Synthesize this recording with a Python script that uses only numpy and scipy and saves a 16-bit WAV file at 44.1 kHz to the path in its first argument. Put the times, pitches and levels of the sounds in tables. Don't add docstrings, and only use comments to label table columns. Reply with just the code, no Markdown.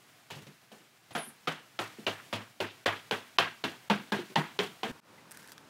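import sys
import numpy as np
from scipy import signal
from scipy.fft import rfft, irfft, next_fast_len
from scipy.io import wavfile
from scipy.ndimage import uniform_filter1d

SR = 44100
rng = np.random.default_rng(int(sys.argv[2]) if len(sys.argv) > 2 else 0)


def voltage_ratio(level):
    return 10 ** (np.asarray(level, float) / 20)


def transcribe(signal):
    frames = np.atleast_2d(signal).T
    limited = np.clip(frames, -1, 1)
    pcm = np.round(limited * 32767).astype(np.int16)
    wavfile.write(sys.argv[1], SR, pcm)


N = 251236

# start_s, level_db
CABIN_LEVEL = [(0.0, -62.5), (0.9, -65), (1.8, -61.5), (2.05, -57), (2.3, -58.5), (2.65, -64.5),
               (2.95, -57.5), (3.3, -60), (4.8, -57.5)]
# pitch_hz, level_db (per Hz)
CABIN_COLOUR = [(24, -75), (40, -37), (124, -3), (155, -6), (570, -13.5), (680, -7.5), (852, -12),
                (1520, -10.5), (1850, -11), (2380, -11.5), (16000, -25.5)]
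# pitch_hz, level_db (per Hz)
OUTSIDE_COLOUR = [(24, -81), (40, -47), (81, -12), (159, -1.5), (770, -10), (942, -6.5), (1850, -12),
                  (2050, -14), (2260, -13.5), (3650, -17.5), (16000, -30.5)]
# start_s, length_s, first_hz, last_hz, level_db
PEEP = [
    (5.182, .011, 2040, 2015, -58.5),
]
# start_s, peak_db, body_db, edge_db
STONES = [(5.3104, -42, -5.5, -3), (5.317, -45, -5, 2), (5.3224, -44, -2.5, -2.5), (5.3722, -43, 2, 1),
          (5.39, -54, -5, 0.1), (5.421, -51.5, 7, -8), (5.429, -51, 2.5, -8), (5.4545, -49, -5, -7),
          (5.475, -42.5, -13, -4.5), (5.4854, -46, -6, -13), (5.5064, -56, -11, -3),
          (5.5194, -37.5, -11, -4), (5.5247, -42, -15, -9), (5.532, -51, -11, -3), (5.58, -40.5, -5, -31)]
# start_s, length_s, first_hz, last_hz, level_db
SLIPS = [
    (1.133, .018, 9700, 10600, -56),
    (1.18, .048, 11150, 9750, -49.5),
    (1.226, 0.021, 9750, 9520, -47.5),
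    (1.25, .03, 12400, 11100, -60),
    (1.262, .012, 10500, 10350, -57),
    (1.274, 0.0179, 10700, 10200, -55),
    (1.285, 0.0091, 9350, 9300, -57),
    (1.307, 0.012, 9300, 9300, -68),
]
# start_s, peak_db, pitch_hz, scuff_db
SOFT_STEPS = [(0.019, -60, 183, 10), (0.361, -36.5, 144, -12), (0.418, -48.5, 113, 4.5),
              (0.466, -42, 142, 0.1), (0.798, -60, 198, -4), (1.269, -43.5, 227, -12),
              (1.919, -57.5, 280, 14), (1.983, -37, 210, -13), (2.399, -45, 220, -10),
              (3.948, -43, 217, -12), (4.183, -29, 350, -15), (4.211, -40.5, 303, -13),
              (4.297, -42, 378, -2), (4.378, -22.5, 154.4, -17), (4.639, -36, 380, -15),
              (4.879, -40.5, 120, -3), (4.894, -33.5, 243.4, -9)]
# start_s, blow_db, plank_hz, upper_plank_hz, hardness_db
HEEL_BLOWS = [(0.3025, -31.5, 880, 2900, -4), (0.7166, -42.5, 700, 2880, -4.5),
              (1.1072, -42, 740, 2490, -3), (1.1507, -19, 750, 1420, -5), (1.4728, -19.5, 1253, 2950, -2),
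              (1.7899, -19.5, 670, 1330, 3.5), (2.0658, -17, 620, 2840, 0),
              (2.3273, -21.5, 1075, 1245, -2.5), (2.6026, -20.5, 585, 2730, 0.2),
              (2.8593, -11, 1100, 1890, -1.2), (3.1104, -17, 447, 3300, 5), (3.3848, -10, 1150, 2650, 7),
              (3.6392, -18, 430, 1500, 2.5), (3.899, -14.5, 880, 1517, 1.6), (4.1203, -16.5, 876, 1680, -1),
              (4.357, -13, 906, 1820, 2.1), (4.5897, -17.5, 427, 3190, 7), (4.8319, -19.5, 742, 3170, 1.5)]
# thump_db, thump_hz, knock_db (under the blow), knock_hz, joist_db
FLOOR_ANSWERS = [(-48, 153.5, -18, 387, -52), (-53, 210, -5, 390, -81), (-52, 120, -16, 315, -63),
                 (-40.5, 157.6, -9, 700, -69), (-36.5, 160, -8.5, 510, -66), (-44, 280, -10.5, 340, -47),
                 (-39, 260, -11, 400, -44.5), (-34.5, 221, -9, 600, -39.5), (-39.5, 205, -4.5, 390, -43),
                 (-44, 190, -10, 570, -40), (-39.5, 258, -10, 435, -49), (-40, 220, -14, 670, -45.5),
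                 (-31.5, 260, -9.5, 330, -51), (-17.5, 205, -8, 415, -68), (-28.5, 205, -7.5, 418, -51.5),
                 (-28.5, 201, -6, 940, -71), (-33.5, 184, -2, 412, -58), (-34.5, 210, -6.5, 446, -67)]
# pitch_hz, level_db
HEEL_COLOUR = [(40, -35), (90, -1), (200, 9.5), (700, 3), (1800, -2), (3200, -3.5), (5000, -14.5),
               (7500, -21.5), (16000, -31)]
# pitch_hz, level_db
CLICK_COLOUR = [(100, -35), (600, -5.5), (1100, -6), (1900, -12), (3000, -1), (4500, -8.5), (6500, -22),
                (9000, -47), (16000, -49)]
# pitch_hz, t60_s, rise_s
RING_BANDS = [(95, 0.16, 0.017), (212, 0.31, 0.0024), (580, 0.2, 0.0024), (1620, 0.33, 0.0018),
              (3520, 0.31, 0.0015), (8900, .3, 0.0027)]
# pitch_hz, level_db, t60_s
BOARD_MODES = [(152.4, -9.5, 0.25), (197.6, -5.5, 0.13), (392.5, -8.5, 0.18), (663, -1, 0.16),
               (911, -0.5, 0.1), (1150, -22, 0.052), (1566, -3.5, 0.27), (1864, -4.5, 0.24), (2650, 3, 0.1)]

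RING_SAMPLES = 16384
T = np.arange(RING_SAMPLES) / SR
RING_HZ = np.fft.rfftfreq(RING_SAMPLES, 1 / SR)

CUT_S, JOIN_S, FADE_IN_S = 4.917, 5.002, 0.088
LEFTOVER_DB, OUTSIDE_DB = -56, -57.5
STONE_T60_S = 0.015
SLIP_IN_S, SLIP_OUT_S = 0.006, 0.008
THUMP_CYCLES, THUMP_RISE_S = 29.8, 0.0074
KNOCK_CYCLES = 48.4
BOOM_SHARE = 0.57
DULL_PER_DB, LONG_PER_DB = 0.49, 0.03
USUAL_DB, PLANK_DB, UPPER_DB = -19, -7, -20


def along(points, hz):
    f, v = np.transpose(points)
    return np.interp(np.log(hz + 1), np.log(f + 1), v)


def curve(rows):
    s, *cols = np.transpose(rows)
    return [np.interp(np.arange(N) / SR, s, c) for c in cols]


def unit(x):
    return x / np.sqrt(np.mean(x ** 2) + 1e-20)


def hiss(spectrum, count):
    size = next_fast_len(count)
    hz = np.fft.rfftfreq(size, 1 / SR)
    white = rfft(rng.standard_normal(size))
    return unit(irfft(white * voltage_ratio(along(spectrum, hz)), size)[:count])


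def causal(x, gain_db):
    cep = irfft(gain_db * np.log(10) / 20)
    half = len(cep) // 2 - 1
    cep = cep * np.r_[1, 2 * np.ones(half), 1, np.zeros(half)]
    return irfft(rfft(x) * np.exp(rfft(cep)), len(x))


def mode(hz, t60, rise):
    return np.sin(2 * np.pi * hz * T) * voltage_ratio(-60 * T / t60) * (1 - np.exp(-T / rise)) ** 2


def add(track, s, sound):
    track[round(s * SR):][:len(sound)] += sound


def swell(s, attack, hold, release, db):
    corners = np.cumsum([s, attack, hold, release])
    shape = np.interp(np.arange(N) / SR, corners, [0, 1, 1, 0])
    return voltage_ratio(db) * shape ** 2


def unsteady():
    return hiss([(1, -10), (120, 1.5), (300, -58)], N)


def whistle(s, length, first_hz, last_hz, db, flutter):
    hz = np.interp(np.arange(N) / SR, [s, s + length], [first_hz, last_hz])
    hz = hz * (1 + 0.005 * np.roll(flutter, 999))
    size = swell(s - SLIP_IN_S, SLIP_IN_S, length, SLIP_OUT_S, db) * voltage_ratio(2.6 * flutter)
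    return np.sqrt(2) * size * np.sin(2 * np.pi * np.cumsum(hz) / SR)


def cabin_ring(stretch=1):
    noise = rfft(rng.standard_normal(RING_SAMPLES))
    out = np.zeros(RING_SAMPLES)
    for k, (_, t60, rise) in enumerate(RING_BANDS):
        share = along([(row[0], float(j == k)) for j, row in enumerate(RING_BANDS)], RING_HZ)
        band = irfft(noise * share, RING_SAMPLES)
        scatter_db = 3.17 * hiss([(1, 3.5), (50, -8.5), (110, -34.5)], RING_SAMPLES)
        out += band * voltage_ratio(scatter_db - 60 * T / (t60 * stretch)) * (1 - np.exp(-T / rise))
    return out


def air(spectrum, level_db):
    waver_db = 0.7 * hiss([(1, 0), (12, 0), (30, -60)], N)
    return voltage_ratio(level_db + waver_db) * hiss(spectrum, N)


def peep():
    return whistle(*PEEP[0], 0.2 * unsteady())


def grit():
    track, count = np.zeros(N + SR), 4096
    t = T[:count]
    for s, db, body_db, edge_db in STONES:
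        burst = hiss([(1500, -7), (3000, -1), (6000, 1), (8000, -26)], count)
        edge = hiss([(6000, -20), (8000, 6), (16000, -7)], count)
        body = hiss([(900, -35), (1600, 8), (2300, -10), (3500, -32)], count)
        fall = voltage_ratio(-60 * t / STONE_T60_S) + 0.9 * voltage_ratio(-60 * t / 0.0013)
        crack = voltage_ratio(-5.0) * burst + voltage_ratio(edge_db + 0.5) * edge + voltage_ratio(body_db) * body
        add(track, s, voltage_ratio(db - 2.5) * fall * crack)
    drag = swell(s=5.29, attack=0.026, hold=0.205, release=0.04, db=-59)
    drag = drag * voltage_ratio(3.8 * hiss([(1, -2), (60, -7), (150, -35)], N))
    scrape = hiss([(900, -26), (1600, 8.5), (2500, -4), (9000, -7), (12500, -10), (16000, -17)], N)
    return track[:N] + drag * scrape


def squeak():
    flutter = unsteady()
    rub = swell(s=1.115, attack=0.054, hold=0.12, release=0.084, db=-55.5)
    rub = rub * voltage_ratio(1.5 * hiss([(1, 0), (50, -5), (120, -36)], N))
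    rub = rub * hiss([(7000, -24), (8800, -1), (10500, 3), (12200, -5), (13300, -30)], N)
    return rub + sum(whistle(*row, flutter) for row in SLIPS)


def soles():
    track = np.zeros(N + SR)
    for s, db, pitch_hz, scuff_db in SOFT_STEPS:
        tone = [(70, -41), (150, 7), (450, 3.5),
                (900, scuff_db - 6), (2500, scuff_db - 8.5), (16000, scuff_db - 26)]
        puff = causal(cabin_ring(0.76), along(tone, RING_HZ))
        add(track, s, voltage_ratio(db + 2.5) * mode(pitch_hz, 0.12, 0.0069) + voltage_ratio(db + 4) * puff)
    return track[:N]


def thumps():
    track = np.zeros(N + SR)
    for (db, hz, knock_db, _, joist_db), (s, blow_db, plank_hz, *_) in zip(FLOOR_ANSWERS, HEEL_BLOWS):
        hollow = voltage_ratio(db + 4) * mode(hz, THUMP_CYCLES / hz, THUMP_RISE_S)
        plank = mode(plank_hz, 0.039, 0.00036)
        plank = plank + 0.42 * mode(plank_hz * rng.normal(1, 0.064), 0.11, 0.0013)
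        sag = voltage_ratio(joist_db - 12.0) * mode(32, 0.13, 0.01)
        add(track, s, hollow + voltage_ratio(blow_db + 0.53 * knock_db + PLANK_DB) * plank + sag)
    add(track, CUT_S - 0.009, voltage_ratio(-44) * mode(35, 0.3, 0.003))
    return track[:N]


def heel_click(colour_db):
    click = np.zeros(RING_SAMPLES)
    delays = np.r_[0, 0.002, rng.uniform(0.004, 0.025, 5)]
    sizes = np.r_[1, 0.55, 0.4 * rng.uniform(-1, 1, 5)]
    click[(delays * SR).astype(int)] = -sizes * voltage_ratio(-60 * delays / 0.12)
    return causal(click, colour_db)


def heels():
    track, hz = np.zeros(N + SR), RING_HZ
    for blow, answer in zip(HEEL_BLOWS, FLOOR_ANSWERS):
        s, db, plank_hz, upper_hz, hard_db = blow
        thump_db, _, knock_db, knock_hz, joist_db = answer

        boom_db = BOOM_SHARE * (thump_db - db) + 3
        slap_db = 1.0 - DULL_PER_DB * (db - USUAL_DB)
        tilt = [(200, boom_db), (430, -3.5 - 0.54 * hard_db), (750, 0.1), (1300, 0),
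                (3500, 0.24 * slap_db), (7000, slap_db)]
        tone_db = along(HEEL_COLOUR, hz) + along(tilt, hz)
        tone_db += 0.74 * (knock_db + 15) / (1 + (np.log(hz / knock_hz + 1e-9) / 0.19) ** 2)
        plank_db = 9 / (1 + ((hz - plank_hz) / 110) ** 2) + 8 / (1 + ((hz - upper_hz) / 170) ** 2)
        clumps_db = 2.7 * unit(uniform_filter1d(rng.standard_normal(len(hz)), size=80))

        stretch = 1.0342 + LONG_PER_DB * max(USUAL_DB - db, 0)
        walls = causal(cabin_ring(stretch), tone_db + 0.27 * plank_db)
        rattle = causal(cabin_ring(0.36), tone_db + plank_db + clumps_db)
        sound = voltage_ratio(db - 5) * walls + voltage_ratio(db - 7.5) * rattle
        boards = sum(voltage_ratio(level + rng.normal(0, 2.7)) * mode(f * rng.normal(1, 0.0312), t60, 0.009)
                     for f, level, t60 in BOARD_MODES)
        sound += voltage_ratio(db - 18.5) * boards
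        sound += voltage_ratio(db + knock_db - 2.0) * mode(knock_hz, KNOCK_CYCLES / knock_hz, 0.0029)
        sound += voltage_ratio(db + hard_db + UPPER_DB) * mode(upper_hz, 0.067, 0.001)
        sound += voltage_ratio(joist_db + 9.5) * mode(103 * rng.normal(1, 0.024), 0.24, 0.019)
        add(track, s - 0.0006, sound)

        click = heel_click(along(CLICK_COLOUR, hz) + 0.26 * plank_db)
        add(track, s + 0.001224, voltage_ratio(db + hard_db + 18.5) * click)
    return track[:N]


def scene():
    t = np.arange(N) / SR
    cabin = air(CABIN_COLOUR, curve(CABIN_LEVEL)[0] + 2) + squeak() + soles() + thumps() + heels()
    fade_in = np.clip((t - JOIN_S) / FADE_IN_S, 0.06, 1)
    fade = np.where(t < JOIN_S, voltage_ratio(LEFTOVER_DB - OUTSIDE_DB), fade_in)
    outside = fade * air(OUTSIDE_COLOUR, OUTSIDE_DB) + peep() + grit()
    return np.where(t < CUT_S, cabin, outside)[None]


def band_limit(x):
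    return signal.sosfilt(signal.butter(12, 16650, fs=SR, output="sos"), x)


def record(dry):
    gain, size = np.ones(N), next_fast_len(N)
    for s, db, *_ in HEEL_BLOWS:
        dip_db = -np.clip(1.8 * (db + 21), 0, 40)
        gain[round((s - 0.012) * SR):round((s - 0.002) * SR)] = voltage_ratio(dip_db)
    drift = voltage_ratio(-109) * hiss([(10, -20), (35, 3), (60, -28)], N)
    mix = dry * uniform_filter1d(gain, size=30) + drift
    top_cut = voltage_ratio(along([(15750, 0), (15950, -30)], np.fft.rfftfreq(size, 1 / SR)))
    mix = irfft(rfft(mix, size) * top_cut, size)[:, :N]
    return band_limit(mix)


dry = scene()
out = record(dry)
transcribe(out)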